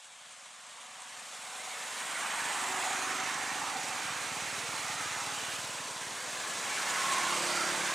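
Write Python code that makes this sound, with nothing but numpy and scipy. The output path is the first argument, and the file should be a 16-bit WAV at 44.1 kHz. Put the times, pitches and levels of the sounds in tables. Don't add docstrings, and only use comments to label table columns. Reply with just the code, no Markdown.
import sys
import numpy as np
from scipy import signal
from scipy.fft import rfft, irfft, next_fast_len
from scipy.io import wavfile
from scipy.ndimage import uniform_filter1d

SR = 44100
rng = np.random.default_rng(int(sys.argv[2]) if len(sys.argv) > 2 else 0)


def dump_mix(stems):
    frames = np.atleast_2d(stems).T
    limited = np.clip(frames, -1, 1)
    pcm = np.round(limited * 32767).astype(np.int16)
    wavfile.write(sys.argv[1], SR, pcm)


N = 350154
TIME = np.arange(N) / SR
BINS = np.fft.rfftfreq(1024, 1 / SR)
FRAMES = np.arange(N // 256 + 5) * 256 / SR

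# time when loudest in seconds, seconds to draw near, seconds to draw away
# (both before the stretch and lag of a layer), then roar, hiss and rumble levels in dB.
PASSES = [(2.46, 0.45, 1.76, -37, -39.5, -51), (5.1, 0.92, 0.44, -41.5, -41.5, -60.5),
          (7.12, 0.45, 1.16, -35, -35, -47)]
# frequency in Hz, gain in dB.
ROAR = [(200, -50), (500, -40), (680, -6.5), (850, -0.5), (1250, -0.5), (1600, -1.5), (2200, -3),
        (2800, -8.5), (3700, -23), (5000, -26), (10000, -43), (16000, -60)]
HISS = [(400, -29.5), (900, -6.5), (2000, -2), (3600, 2), (4700, -0.5), (5700, -0.5), (6800, 1.5),
        (8500, 0.5), (9700, -5.5), (11000, -12), (12800, -19), (14500, -19), (16000, -29)]
RUMBLE = [(20, -46), (55, -46), (90, -19), (160, -8.5), (260, -6), (340, -4), (420, -3.5), (530, 0.5),
          (680, 0), (900, -8), (2000, -42)]
SHEEN_DB = 1.27
# peak in seconds, spread in seconds, peak in dB before the share.
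BRIGHTENINGS = [(1.65, 0.37, 4.5), (2.8, .2, 2), (5.6, 0.14, 3), (6.651, 0.2, 0)]
# frequency in Hz, share of the brightening.
BRIGHT_SHARE = [(2000, 0.28), (6000, 0.28), (9000, 0.45), (12500, 1)]
# time in seconds, centre in Hz, gain at the centre in dB.
SLIDE = [(1.9, 8900, 0), (2.2, 8700, 1.5), (2.6, 7900, 2.5), (2.95, 6600, 4.5), (3.2, 6250, 3),
         (3.8, 6100, 1)]
SLIDE_WIDTH_HZ = 390
# peak in seconds, spread in seconds, centre in Hz, width in Hz, level in dB.
SINGING = [(.8, .35, 1130, 230, -59), (1.5, .12, 1500, 180, -56), (1.75, .22, 580, 240, -58),
           (2.2, .18, 1480, 220, -47.5), (2.6, .3, 980, 380, -43), (2.75, .2, 1980, 220, -48.5),
           (2.85, .13, 750, 130, -47), (3.14, .14, 1300, 130, -45.3), (3.26, .13, 2130, 220, -45.3),
           (3.35, .2, 1800, 230, -45.3), (3.7, .2, 812, 135, -43.8), (4.2, .2, 1250, 130, -50.5),
           (4.4, .5, 2250, 650, -49), (5.0, .25, 1280, 180, -48.5), (5.3, .1, 845, 50, -49.5),
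           (5.5, .13, 2800, 550, -50.5), (5.85, .3, 1020, 130, -52), (6.45, .16, 1690, 110, -50.5),
           (6.75, .04, 2300, 150, -41.5), (7.17, .17, 1065, 100, -39.5), (7.2, .03, 2250, 350, -42),
           (7.45, .14, 560, 140, -47), (7.54, .14, 4750, 550, -45), (7.55, .14, 4600, 50, -50),
           (7.57, .09, 2050, 130, -45), (7.6, .075, 1375, 150, -37.6), (7.87, .12, 1650, 110, -45)]

# time when loudest in seconds, seconds to draw near, seconds to draw away,
# level in dB before the ground colour and the echoes.
EXHAUSTS = [(3.05, .72, 1.45, -53.2), (4.85, 1.1, 1.5, -54.2), (7.53, 0.48, 0.7, -46)]
EXHAUST_FALL_DB = 41.5
# time in seconds, firings per second.
FIRST_RATE = [(0, 23.6), (.7, 23.7), (1.7, 24.15), (2.6, 24.6), (3.5, 24.7), (5, 24.8)]
SECOND_RATE = [(3, 18.745), (4.4, 18.9), (5.8, 18.8), (7.9, 19.4)]
THIRD_RATE = [(5.6, 34.6), (6.5, 35), (7.2, 35.25), (7.9, 35.1)]
LOOSE_S = .00025
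# frequency in Hz, gain in dB.
FIRST_PIPE = [(30, -41), (70, -20), (100, -8), (150, -2.5), (195, -6.5), (245, 1.5), (280, 4.5), (350, -2),
              (450, -21), (900, -7), (2500, -41)]
SECOND_PIPE = [(30, -51), (65, -16), (92, 1.5), (125, 4.5), (155, 6.5), (215, -3.5), (280, 2), (360, -7.5),
               (520, -4.5), (900, -21), (2500, -38)]
THIRD_PIPE = [(35, -62), (70, -11), (105, -14), (140, -2.5), (175, 2.5), (210, 2), (245, -13), (280, 1),
              (315, 5), (350, 10), (390, -4), (425, -9), (460, -15), (610, 1), (700, -4), (1000, -17),
              (2500, -45)]
# frequency in Hz, gain in dB.
GROUND = [(100, -4), (160, 2), (235, 3), (345, -11), (600, 2.5)]

# time in seconds, pitch in Hz, level in dB.
FIRST_WHINE = [(0, 739, -74), (.75, 741, -65), (1.3, 744, -61), (1.72, 749, -53.5), (2.0, 751, -64),
               (2.5, 754, -59), (2.8, 756, -45), (3.15, 757, -50.5), (3.75, 759, -49.7), (4.2, 760, -53.5),
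               (4.6, 760, -68), (5.2, 760, -100)]
THIRD_WHINE = [(5.7, 1090, -100), (6.3, 1090, -62), (6.6, 1092, -51), (6.8, 1080, -55), (7.0, 1078, -43.5),
               (7.14, 1085, -37.6), (7.3, 1090, -41), (7.5, 1095, -53), (7.9, 1095, -70)]
THIRD_HIGH_WHINE = [(5.8, 1700, -100), (6.35, 1705, -52), (6.8, 1712, -56), (7.05, 1717, -44.5),
                    (7.25, 1717, -58), (7.7, 1717, -100)]
# peak in seconds, spread in seconds, pitch in Hz, level in dB.
GEAR = (2.89, .38, 377, -55)

# peak in seconds, spread in seconds, level in dB,
# tilt in dB at 8 kHz relative to 1 kHz.
SCUFFS = [(.055, .016, -53.5, 0), (.323, .012, -52, 4), (.461, .003, -47.5, -14), (.83, .03, -54, -6),
          (1.008, .005, -51.5, 10), (1.022, .0036, -44.5, 10), (1.198, .004, -49, 6), (2.195, .005, -45, 8),
          (2.855, .014, -44, 8), (7.124, .007, -36.5, -16), (7.135, .005, -42, 6), (7.433, .002, -38, 3)]
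# frequency in Hz, gain in dB.
GRIT = [(200, -34), (900, -1.5), (3200, 1), (5000, -12.5), (7200, 2), (9000, 3), (10800, -19), (13000, -34),
        (16000, -42)]
# peak in seconds, spread in seconds, pitch at the peak in Hz, glide in Hz per second,
# level in dB before the echoes.
CHIRPS = [(3.205, .008, 6250, -9000, -45), (5.388, .009, 3020, -15000, -44),
          (5.706, .004, 2550, -8000, -45.5), (5.788, .006, 2550, 16000, -44.2),
          (6.908, .005, 7020, 45000, -37.5)]

# time in seconds, left minus right in dB before the band's share.
BEARING = [(0.0, 0.5), (1.81, -1), (3.14, -3), (4.47, -3.0), (6.48, -0.5), (7.67, -3.0), (7.94, -2.5)]
# frequency in Hz, share.
SHADOW = [(200, .05), (400, .3), (750, 1), (1400, .75), (2200, 1.15), (3100, 1.65), (4400, 1.1),
          (6300, .85), (8800, 0), (10700, 2.3), (12600, .2)]
# frequency in Hz, index (1 for no diffuse difference).
SAME = [(20, .97), (45, .999), (300, 1), (800, 0.99), (2500, 0.93), (5000, 0.99), (8000, 0.99),
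        (9200, 0.98), (10700, 0.6), (12800, 1)]
# frequency in Hz, lead in radians.
LEAD = [(60, -0.092), (250, 0.14), (900, 0.37), (2000, -0.045), (4000, 0.043), (8000, -0.032),
        (10000, -.33), (11300, .06), (14000, 0)]
EDGE_HZ = 15650


def tyres():
    roar_db = traffic(TIME, order=0, stretch=1, lag_s=0, fall_db=32.0)
    hiss_db = traffic(TIME, order=1, stretch=1.313, lag_s=0.03, fall_db=27.0)
    rumble_db = traffic(TIME, order=2, stretch=2.3, lag_s=0.26, fall_db=33.5)
    far = np.clip((-39.5 - np.interp(FRAMES, TIME, hiss_db)) / 10, 0, 2)[:, None]
    ground_db = far * colour([(200, -5.5), (370, -14.0), (560, -1)], BINS)
    rumble = noise(colour(RUMBLE, BINS) + ground_db, patchy_db=1.0) * amp(rumble_db)
    roar = noise(colour(ROAR, BINS) + sheen(), patchy_db=1.74) * amp(roar_db + 0.17 * drift(25))
    hiss = noise(hiss_colour(far), patchy_db=1.45) * amp(hiss_db + 0.69 * drift(71))
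    return rumble + roar + hiss


def sheen():
    bands = rng.standard_normal((len(FRAMES), len(BINS)))
    lingering = uniform_filter1d(bands, size=50, axis=0)
    return SHEEN_DB * unit(uniform_filter1d(lingering, size=3, axis=1))


def hiss_colour(far):
    air_db = far * colour([(3300, 1.7), (4700, -0.5), (8000, 1.0), (11000, 0.5), (14000, -7.0)], BINS)
    brightening = sum(db * np.exp(-.5 * ((FRAMES - s) / spread) ** 2) for s, spread, db in BRIGHTENINGS)
    bright_db = brightening[:, None] * colour(BRIGHT_SHARE, BINS)
    nearing = np.exp(-.5 * ((FRAMES - 2.3) / 0.46) ** 2)[:, None]
    notch_db = nearing * colour([(2800, 2.0), (4900, -1.5), (6800, 0.5), (9000, 1.5), (12000, 0.5)], BINS)
    slide_s, slide_hz, slide_top_db = np.transpose(SLIDE)
    off_centre = (BINS - np.interp(FRAMES, slide_s, slide_hz)[:, None]) / SLIDE_WIDTH_HZ
    slide_db = np.interp(FRAMES, slide_s, slide_top_db)[:, None] * np.exp(-.5 * off_centre ** 2)
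    return colour(HISS, BINS) + air_db + notch_db + slide_db + bright_db


def traffic(t, order, stretch, lag_s, fall_db):
    power = 0
    for s, near_s, away_s, *levels in PASSES:
        level_db = passing(t - lag_s, s, stretch * near_s, stretch * away_s, levels[order], fall_db)
        power = power + amp(level_db) ** 2
    return 10 * np.log10(power)


def passing(t, s, near_s, away_s, db, fall_db):
    along = (t - s) / np.where(t < s, near_s, away_s)
    return db - fall_db * np.log10(np.hypot(1, along))


def tread():
    out = np.zeros(N)
    for s, spread, hz, width, db in SINGING:
        heard = np.flatnonzero(np.abs(TIME - s) < 4 * spread)
        size = next_fast_len(len(heard))
        f = np.fft.rfftfreq(size, 1 / SR)
        random_phase = np.exp(2j * np.pi * rng.random(len(f)))
        band = random_phase / (1 + ((f - hz) / (0.62 * width)) ** 4)
        tone = irfft(band, size)[:len(heard)]
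        even = tone / np.sqrt(uniform_filter1d(tone ** 2, size=1800))
        out[heard] += swell(s, spread, db)[heard] * even
    return out


def exhausts():
    coasting, idling, pulling = EXHAUSTS
    first = engine(FIRST_RATE, coasting, FIRST_PIPE, uneven_db=1.3, gas=0.5, puff_s=.014)
    second = engine(SECOND_RATE, idling, SECOND_PIPE, uneven_db=1.1, gas=0.9, puff_s=.014)
    third = engine(THIRD_RATE, pulling, THIRD_PIPE, uneven_db=0.7, gas=0.24, puff_s=0.012)
    return scatter(first + second + third, wet_db=-10.5, decay_s=0.04)


def engine(rate, ride, pipe, uneven_db, gas, puff_s):
    per_s = curve(rate, TIME)
    level_db = passing(TIME, *ride, EXHAUST_FALL_DB)
    firings = np.cumsum(per_s) / SR + per_s * LOOSE_S * drift(9)
    turns = np.maximum(firings, 0)
    stroke = turns.astype(int)
    strength = amp(uneven_db * rng.standard_normal(1000))[stroke]
    pulses = np.diff(stroke, prepend=0).astype(float)
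    turbulence = ring(rng.standard_normal(N), [(150, -10), (300, -5.0), (600, 0.0)])
    since_firing_s = (turns % 1) / per_s
    puffs = turbulence * np.exp(-since_firing_s / puff_s)
    blast = strength * (unit(pulses) + gas * unit(puffs))
    exhaust = unit(ring(blast, pipe))
    far = np.clip((level_db.max() - level_db) / 11, 0, 1)
    return amp(level_db) * ((1 - far) * exhaust + far * ring(exhaust, GROUND))


def whines():
    first = whine(FIRST_WHINE, FIRST_RATE, throb=.65, waver_db=3)
    third = whine(THIRD_WHINE, THIRD_RATE, throb=.6, waver_db=2.5)
    high = whine(THIRD_HIGH_WHINE, THIRD_RATE, throb=.5, waver_db=2.5)
    return first + third + high


def whine(rows, rate, throb, waver_db):
    s, hz, db = np.transpose(rows)
    turns = np.cumsum(np.interp(TIME, s, hz) * (1 + .003 * drift(12))) / SR
    firing = np.cos(2 * np.pi * np.cumsum(curve(rate, TIME)) / SR + .6 * drift(8))
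    tone = (1 + throb * firing) * amp(waver_db * drift(22)) * np.sin(2 * np.pi * turns)
    return amp(np.interp(TIME, s, db)) * unit(tone)


def gear():
    s, spread, hz, db = GEAR
    turns = np.cumsum(hz * (1 + 0.0031 * drift(7.8))) / SR
    hold = np.exp(-((TIME - s) / spread) ** 4)
    flutter = amp(2.4 * drift(25))
    return hold * amp(db) * unit(flutter * np.sin(2 * np.pi * turns))


def scuffs():
    grit = noise(colour(GRIT, BINS), patchy_db=1.5) * unit(amp(3.8 * drift(540)))
    out = np.zeros(N)
    for s, spread, db, bright_db in SCUFFS:
        brush = unit(ring(grit, [(1000, 0), (8000, bright_db)]))
        out += swell(s, spread, db) * brush
    return out


def chirps():
    calls = np.zeros(N)
    for s, spread, hz, glide, db in CHIRPS:
        t = TIME - s
        tone = np.sin(2 * np.pi * (hz + .5 * glide * t) * t)
        calls += swell(s, spread, db) * unit(tone)
    return scatter(calls, wet_db=-7, decay_s=.05)


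def scatter(x, wet_db, decay_s):
    t = TIME[:SR // 4]
    echoes = rng.standard_normal(len(t)) * np.exp(-t / decay_s) * (t > .006)
    return x + amp(wet_db) * signal.oaconvolve(x, echoes / np.linalg.norm(echoes))[:N]


def ports(x):
    hz, t, z = signal.stft(x, SR, nperseg=1024, noverlap=768)
    shade = amp(.5 * colour(SHADOW, hz)[:, None] * curve(BEARING, t))
    lean = shade * np.exp(.5j * colour(LEAD, hz))[:, None]
    same = np.clip(colour(SAME, hz), 0, 1)[:, None]
    random_phase = np.exp(2j * np.pi * rng.random(z.shape))
    diffuse = 2 * np.sqrt((1 - same) / (1 + same)) * z * random_phase
    pair = np.array([(z + diffuse) * lean, (z - diffuse) / lean])
    return signal.istft(pair, nperseg=1024, noverlap=768)[1][:, :N]


def amp(db):
    return 10 ** (np.asarray(db) / 20)


def unit(x):
    return x / np.sqrt(np.mean(np.abs(x) ** 2) + 1e-20)


def curve(rows, t):
    return np.interp(t, *np.transpose(rows))


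def colour(points, hz):
    f, value = np.transpose(points)
    return np.interp(np.log(hz + 1), np.log(f + 1), value)


def swell(s, spread, db):
    return amp(db) * np.exp(-.5 * ((TIME - s) / spread) ** 2)


def drift(per_s):
    lowpass = np.exp(-(np.fft.rfftfreq(N, 1 / SR) / per_s) ** 2)
    return unit(irfft(rfft(rng.standard_normal(N)) * lowpass, N))


def noise(db, patchy_db):
    a, b, patches = rng.standard_normal((3, len(FRAMES), len(BINS)))
    patches = uniform_filter1d(patches, size=9, axis=0)
    patches = unit(uniform_filter1d(patches, size=4, axis=1))
    z = (a + 1j * b) * amp(db + patchy_db * patches)
    return unit(signal.istft(z.T, nperseg=1024, noverlap=768)[1][:N])


def ring(x, points):
    size = 8192
    log_gain = np.log(amp(colour(points, np.abs(np.fft.fftfreq(size, 1 / SR)))))
    response = np.fft.ifft(np.exp(np.conj(signal.hilbert(log_gain)))).real
    return signal.oaconvolve(x, response[:size // 2])[:N]


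def scene():
    road = tyres() + tread() + exhausts() + whines() + gear()
    return ports(road + scuffs() + chirps())


def record(dry):
    lowpass = signal.firwin(801, EDGE_HZ, window=("kaiser", 9), fs=SR)
    return signal.oaconvolve(dry, lowpass[None], "same")


dry = scene()
out = record(dry)
dump_mix(out)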